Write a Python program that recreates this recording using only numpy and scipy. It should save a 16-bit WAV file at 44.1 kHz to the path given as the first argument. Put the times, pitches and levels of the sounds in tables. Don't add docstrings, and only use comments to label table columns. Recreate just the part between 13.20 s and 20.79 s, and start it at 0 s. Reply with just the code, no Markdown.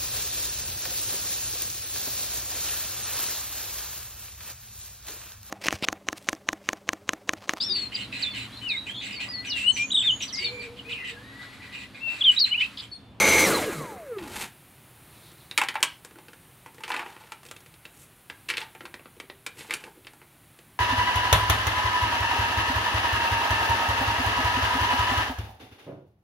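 import sys
import numpy as np
from scipy import signal
from scipy.fft import rfft, irfft
from scipy.io import wavfile

SR = 44100
rng = np.random.default_rng(int(sys.argv[2]) if len(sys.argv) > 2 else 0)


def to_linear_factor(level_db):
    exponent = np.asarray(level_db, float) / 20
    return 10 ** exponent


def wav_out(sig):
    wavfile.write(sys.argv[1], SR, np.round(np.clip(np.atleast_2d(sig).T, -1, 1) * 32767).astype(np.int16))


N = 334719

# time [s], turns per second [Hz].
SHAFT_COAST = [(.236, 872.1), (.27, 772), (.33, 630), (.4, 511), (.55, 335), (.7, 223), (.85, 149),
               (.97, 100.5), (1.1, 64)]


def seconds():
    return np.arange(N) / SR


def white():
    return rng.standard_normal(N)


def rms_one(x):
    return x / np.sqrt(np.mean(x ** 2) + 1e-20)


def drift(rate):
    r = np.exp(-80 * np.pi * rate / SR)
    slow = signal.lfilter([1], [1, -2 * r, r * r], rng.standard_normal(N // 40 + 2002))[2000:]
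    return np.interp(np.arange(N) / 40, np.arange(len(slow)), rms_one(slow))


def coloured(x, spectrum):
    hz = np.maximum(np.arange(len(x) // 2 + 1) * SR / len(x), 1)
    table_hz, table_db = np.transpose(spectrum)
    gain = to_linear_factor(np.interp(np.log(hz), np.log(table_hz), table_db))
    return rms_one(irfft(rfft(x) * gain, len(x)))


def band(x, low_hz, high_hz):
    sos = signal.butter(2, [low_hz, min(high_hz, 0.45 * SR)], "band", fs=SR, output="sos")
    return signal.sosfilt(sos, x)


def resonate(x, hz, width):
    r = np.exp(-np.pi * width / SR)
    zeros = np.array([1, 0, -1]) * (1 - r * r) / 2
    return signal.lfilter(zeros, [1, -2 * r * np.cos(2 * np.pi * hz / SR), r * r], x)


def speed(rows):
    s, hz = np.transpose(rows)
    return np.exp(np.interp(seconds(), s, np.log(hz)))


def driven():
    power_off_s, fade_s = 0.24, 0.043
    return np.clip((power_off_s - seconds()) / fade_s + 1, 0, 1)


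def casing(hz):
    # centre [Hz], width [Hz], gain [dB].
    modes = [(190, 38, -8), (333, 22, 9.5), (396, 18, 14.5), (471, 36, 15.5), (1080, 500, 6),
             (2070, 550, 6), (4090, 240, 19.5)]
    swells = sum((to_linear_factor(db) - 1) / (1 + (2 * (hz - centre_hz) / width) ** 2) for centre_hz, width, db in modes)
    return 1 + swells


def rotor():
    unbalance = [1]
    blades = [7, 8, 10, 14]
    magnets = [4, 12, 16, 20]
    # driven level [dB], coasting level [dB], loss per halving of speed [dB],
    # swell at the mount resonance [dB].
    levels = [(-35, -36.5, 16, 16), (-28.5, -40.5, 12, 10), (-38, -56, 10.5, 16), (-52, -67, 16, -16),
              (-46, -65, 34, 17), (-55, -55.5, -3.5, -2), (-70, -81.5, -0.5, 27), (-83, -85, -2.5, 14),
              (-82, -76, 3.5, 21)]
    mount_hz, mount_octaves = 108, 0.29
    stop_s = SHAFT_COAST[-1][0]
    span = round(stop_s * SR)
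    hz, on = speed(SHAFT_COAST)[:span], driven()[:span]
    turn = 2 * np.pi * np.cumsum(hz) / SR
    halvings = np.log2(hz[0] / hz)
    shaking = np.exp(-(np.log2(hz / mount_hz) / mount_octaves) ** 2)
    out = np.zeros(N)
    for k, (driven_db, coast_db, loss_db, swell_db) in zip([*unbalance, *blades, *magnets], levels):
        coasting = to_linear_factor(coast_db - loss_db * halvings + swell_db * shaking) * casing(k * hz)
        level = on * to_linear_factor(driven_db) + (1 - on) * coasting
        flutter = to_linear_factor(1.5 * drift(25)[:span])
        out[:span] += level * flutter * np.sin(k * turn)
    halted = np.clip((stop_s - seconds()) / 0.048, 0, 1)
    return np.sqrt(2) * out * halted


def gear():
    # frequency [Hz], level [dB].
    mesh_lines = [(672, -41), (850, -39), (5152, -46), (2019, -44), (2062, -38), (2105, -27), (2191, -25),
                  (2234, -34), (2277, -32), (2315, -37), (2369, -34), (2406, -38), (2455, -44)]
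    # time [s], mesh frequency [Hz].
    brush_coast = [(.245, 2191), (.3, 1600), (.345, 1200), (.4, 760), (.48, 470), (.535, 205), (.575, 155),
                   (.64, 145), (.69, 120)]
    coast_db, chatter_db, stop_fade_s = -19, 3.5, 0.11
    mesh_hz, on = speed(brush_coast), driven()
    clock = np.cumsum(mesh_hz / brush_coast[0][1]) / SR
    lines = np.zeros(N)
    for hz, db in mesh_lines:
        lines += to_linear_factor(db + 0.8 * drift(15)) * np.sin(2 * np.pi * (hz * clock + rng.random()))
    coasting = to_linear_factor(coast_db + chatter_db * drift(60)) * casing(mesh_hz)
    halted = np.clip((brush_coast[-1][0] - seconds()) / stop_fade_s, 0, 1)
    return np.sqrt(2) * (on + (1 - on) * coasting) * lines * halted


def airflow():
    # frequency [Hz], density [dB per Hz].
    air_colour = [(18, -58.5), (30, -17.5), (526, -7.5), (740, -12.5), (866, -18.5), (937, -11), (1220, -5),
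                  (1760, -6.5), (2170, -1.5), (2540, -5.5), (5450, -21), (6210, -18.5), (7470, -18.5),
                  (12600, -22), (16000, -32)]
    # frequency [Hz], width [Hz], level [dB].
    duct = [(84, 13, 5), (151, 7.9, -3), (203.3, 11.8, 9.5), (311, 71, 2), (460, 100, 3), (850, 44, 5.5),
            (1651, 5.9, 14), (2040, 26, -11), (2160, 610, -16), (4020, 380, 1)]
    # full flow level [dB], loss at half flow [dB], steepening [power].
    air_bands = [(-25, 8.5, 1.18), (-30, 10, 1.2), (-31.5, 14.5, 1.2), (-28, 12, 1.2)]
    edges_hz = [40, 750, 2500, 6000, 16000]
    flow_lag_s = 0.011
    air = coloured(white(), air_colour)
    air = air + sum(to_linear_factor(db) * resonate(air, hz, width) for hz, width, db in duct)
    flow = speed([(s + flow_lag_s, hz) for s, hz in SHAFT_COAST])
    halvings = np.maximum(np.log2(flow[0] / flow), 0)
    out = np.zeros(N)
    for k, (full_db, loss_db, power) in enumerate(air_bands):
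        level = to_linear_factor(full_db - loss_db * halvings ** power + 1.85 * drift(22))
        sign = (-1) ** k
        out += sign * rms_one(band(air, edges_hz[k], edges_hz[k + 1])) * level
    whistle = rms_one(resonate(air, 1660, 25))
    out += to_linear_factor(-45 - 4 * halvings ** 2 + 2.5 * drift(15)) * whistle
    dying = np.clip((SHAFT_COAST[-1][0] - seconds()) / 0.2, 0, 1)
    return dying * out


def shell(x, body_db):
    # frequency [Hz], width [Hz], level [dB].
    housing = [(880, 108, 4.5), (1450, 250, -50), (2000, 1800, -11.5), (2250, 280, -21), (2740, 520, -14),
               (3450, 1050, -10), (3900, 100, -46)]
    modes = [to_linear_factor(db + body_db) * resonate(x, hz, width) for hz, width, db in housing]
    return x + sum(mode * (-1) ** k for k, mode in enumerate(modes))


def knocks():
    # time [s], peak [dB], ring [Hz], bright edge [dB].
    lifting = [(.985, -26.5, 1480, -20), (1.976, -47, 3760, -10), (2.022, -50, 1100, 1.5),
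               (2.117, -42, 1510, 2), (2.312, -18.5, 3570, -17), (2.377, 0.3, 2700, -4),
               (2.383, -8, 1380, -6), (2.415, -6.5, 1010, -10), (2.436, -15, 1490, -4),
               (2.486, -10, 2430, -8), (2.542, -29, 1400, -2), (2.555, -11.5, 1085, -19),
               (2.605, -28.5, 886, -5), (2.628, -1.5, 3020, 0.8), (2.634, -9.5, 1100, -7),
               (2.848, -31, 1450, 5.5), (2.91, -39, 1490, -6), (2.957, -36.5, 1480, -13),
               (2.986, -34.5, 1480, -6), (3.083, -32.5, 1650, -9), (3.132, -34.5, 1550, -3)]
    turning = [(3.461, -28.5, 1010, -9.5), (3.545, -45, 703, 7.5), (3.582, -34, 1930, -10),
               (3.606, -30.5, 945, -7), (3.636, -19.5, 2220, -9), (3.679, -24, 1270, -5),
               (3.693, -31, 910, 4), (3.703, -15.5, 990, -13), (3.718, -14, 2430, -16),
               (3.741, -14, 1010, -15), (3.745, -15, 1000, -17), (3.764, -17, 2700, -13),
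               (3.774, -23, 920, -11), (3.793, -16.5, 1130, -13), (3.861, -26, 920, -16),
               (3.965, -31.5, 1340, -29), (4.037, -37.5, 2200, -24)]
    shifting = [(4.12, -23, 1340, -2), (4.232, -37.5, 726, 2), (4.252, -34, 2600, 0.1),
                (4.263, -36, 2320, 5), (4.287, -36, 3000, 3), (4.312, -25.5, 1450, 0),
                (4.364, -32, 2400, -2), (4.405, -41, 1220, 4), (4.461, -35.5, 2900, -3),
                (4.54, -38.5, 3170, -4), (4.653, -27, 2620, -10)]
    gripping = [(5.099, -21.5, 1620, -14), (5.286, -27, 2810, -2), (5.289, -13.5, 2710, -10),
                (5.295, -18, 2650, -8), (5.301, -8.5, 2250, -10), (5.31, -18, 2300, -13),
                (5.338, -17.5, 2240, -28), (5.37, -13, 2630, -8), (5.38, -12.5, 2570, -14),
                (5.404, -28, 2320, 0), (5.415, -22, 2640, -24)]
    pressing = [(5.55, -31.5, 850, -7), (5.607, -25.5, 1490, -14), (5.654, -23, 1570, -9.5),
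                (5.741, -21.5, 1750, -11), (5.795, -32.5, 964, -23), (5.857, -31.5, 1080, -32),
                (5.966, -44, 2600, -6), (6.0, -22, 2160, -7.5), (6.099, -24.5, 2000, -31)]
    pulling = [(6.264, -18, 2230, -0.5), (6.392, -35.5, 1980, 7), (6.408, -26, 3270, -9),
               (6.448, -36, 850, -12), (6.488, -37, 1950, -21), (6.497, -25.5, 2040, -21),
               (6.508, -12, 2220, -11), (6.526, -20.5, 1620, -22), (6.538, -12.5, 2340, -0.5),
               (6.639, -26.5, 2250, -7), (6.848, -35.5, 2910, -21), (6.869, -27, 2600, -9.5),
               (6.934, -42, 880, 1), (7.016, -34.5, 1260, -22), (7.389, -36.5, 2850, -3)]
    # decay T60 [s], thud [dB], shell [dB].
    holds = [
        (0.074, -37, -0.5),
        (0.12, -38.5, 5),
        (0.069, -40.5, -13),
        (0.088, -40, -6),
        (0.066, -33.5, -5),
        (0.085, -37.5, -5),
    ]
    thud_follows = 0.4
    tube_hz, tube_t60_s, tube_db = 375.5, 0.34, -15.5
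    out, t = np.zeros(N + SR), np.arange(SR // 5) / SR
    onset = (1 - np.exp(-t / 0.00039)) * (1 + to_linear_factor(2.5) * np.exp(-t / 0.0013))
    for rows, (t60, thud_db, body_db) in zip([lifting, turning, shifting, gripping, pressing, pulling], holds):
        for s, peak_db, hz, bright_db in rows:
            burst = rng.standard_normal((3, len(t))) * onset * to_linear_factor(-60 * t / max(t60, 0.01))
            burst[:, 8] += [7.5, 9, 7.5]
            low_hz, top_hz = np.clip(0.5 * hz, 750, 1500), min(2.82 * hz, 4800)
            chatter = shell(band(band(burst[0], low_hz, top_hz), 346, 4870), body_db)
            ring = 2.5 * resonate(burst[0] * to_linear_factor(-60 * t / 0.04), hz, 0.2 * hz)
            body = (chatter + ring) / np.max(np.abs(chatter + ring))
            edge = band(burst[1] * to_linear_factor(-60 * t / 0.35), 3250, 10500) * to_linear_factor(bright_db - 10)
            tube = resonate(burst[2], tube_hz * rng.uniform(0.78, 1.3), 1.1 / tube_t60_s)
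            thud = band(burst[2], 269, 523) + 10 * to_linear_factor(tube_db) * tube
            thud = thud * to_linear_factor(thud_db + 20 - (1 - thud_follows) * peak_db)
            at = round(s * SR)
            out[at:at + len(t)] += to_linear_factor(peak_db - 3.5) * (body + edge + thud)
    return out[:N]


def rubbing():
    # peak time [s], rise [s], fall [s], level [dB], brightness [dB].
    table_slides = [
        (1.04, 0.22, 0.17, -46.5, -6),
        (1.11, 0.23, .2, -65, -5),
        (1.165, 0.053, 0.071, -45, 5.5),
        (1.235, 0.28, 0.083, -40, 9.5),
    ]
    hand_rubs = [
        (3.822, 0.1, 0.076, -39.5, -16),
        (3.86, 0.087, 1, -53.5, -0.5),
        (4.82, 0.21, 0.11, -84.5, 38),
        (5.43, 0.15, 0.08, -43.5, -4.5),
        (6.4, 0.11, .25, -55, 11.5),
        (6.52, 0.037, 0.31, -61, 17),
        (6.68, 0.38, 0.076, -54.5, -25),
    ]
    fade_db = 34.5
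    t = seconds()
    slip_chance = 1500 * to_linear_factor(6 * drift(60)) / SR
    slips = (rng.random(N) < slip_chance) * to_linear_factor(2.06 * np.minimum(rng.exponential(1, N), 4))
    grain = shell(slips * rng.choice([-1, 1], N) + 0.15 * white(), body_db=-1.5)
    bands_hz = [(600, 1700), (1300, 4800), (5600, 13500)]
    dull, sharp, bright = [rms_one(band(band(grain, low, high), low, high)) for low, high in bands_hz]
    boom = rms_one(band(white(), 45, 465))
    out = np.zeros(N)
    for strokes, boom_db in [(table_slides, -47), (hand_rubs, -62)]:
        for s, rise, fall, level_db, tilt_db in strokes:
            away = np.maximum((s - t) / max(rise, 0.01), (t - s) / max(fall, 0.01))
            pressure = to_linear_factor(-fade_db * away)
            colour = dull + to_linear_factor(0.66 * tilt_db - 1) * sharp + to_linear_factor(1.08 * tilt_db - 8) * bright
            out += pressure * (to_linear_factor(level_db) * colour + to_linear_factor(boom_db) * boom)
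    return out


def sleeve():
    # middle [s], half length [s], level [dB], centre [Hz], width [Hz].
    cloth_drag = (2.1, .26, -62, 3900, 700)
    s, half, level_db, hz, width = cloth_drag
    swell = np.clip(1 - ((seconds() - s) / half) ** 2, 0, 1)
    return to_linear_factor(level_db + 2 * drift(6.7)) * swell * rms_one(resonate(white(), hz, width))


def bumps():
    # time [s], level [dB].
    palms = [
        (2.97, -54.5),
        (5.64, -53),
        (6.03, -52),
        (6.37, -55),
        (6.67, -49.5),
        (6.78, -54.5),
    ]
    t = seconds()
    press = sum(to_linear_factor(db) * np.exp(-((t - s) / 0.022) ** 2) for s, db in palms)
    return press * rms_one(band(white(), 300, 460))


def room(x):
    t60_s, wall_cut_hz = 0.24, 4640
    t = np.arange(SR // 2) / SR
    noise = rng.standard_normal(len(t)) * (1 - np.exp(-t / 0.00075))
    tail = band(noise, 134, wall_cut_hz) * to_linear_factor(-60 * t / t60_s)
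    tail += band(noise, wall_cut_hz, 10400) * to_linear_factor(-60 * t / (0.56 * t60_s))
    return signal.fftconvolve(x, tail / np.sqrt(np.sum(tail ** 2)))[:N]


def hiss():
    # frequency [Hz], density [dB per Hz].
    hiss_colour = [(15, -36), (25, -19.5), (130, -3), (206, -11.5), (277, -12.5), (384, -13), (427, -18),
                   (641, -18), (775, -17), (1650, -19.5), (2410, -20.5), (4030, -25.5), (5140, -31.5),
                   (11300, -30), (16000, -28)]
    # frequency [Hz], width [Hz], level [dB].
    hiss_bands = [(9130, 440, 6.5), (9700, 150, 10), (11000, 860, 8), (12400, 170, 6), (13500, 140, -14),
                  (14200, 240, 7), (15500, 140, -20)]
    noise = coloured(white(), hiss_colour)
    noise += sum(to_linear_factor(db - 3 + 0.97 * drift(0.42)) * resonate(noise, hz, width) for hz, width, db in hiss_bands)
    return to_linear_factor(-55 + 1.3 * drift(0.4)) * noise


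def scene():
    motor = rotor() + gear() + airflow()
    handling = knocks() + rubbing() + sleeve() + bumps()
    echo = to_linear_factor(-11) * room(handling)
    return np.tile(motor + handling + echo + hiss(), (2, 1))


def low_pass(x):
    return signal.sosfilt(signal.butter(12, 16480, fs=SR, output="sos"), x)


def record(dry):
    rounded = 0.9 * np.tanh(dry / 0.9)
    top_cut = signal.ellip(10, 0.5, 45, 15780, fs=SR, output="sos")
    return low_pass(signal.sosfilt(top_cut, rounded))


dry = scene()
out = record(dry)
wav_out(out)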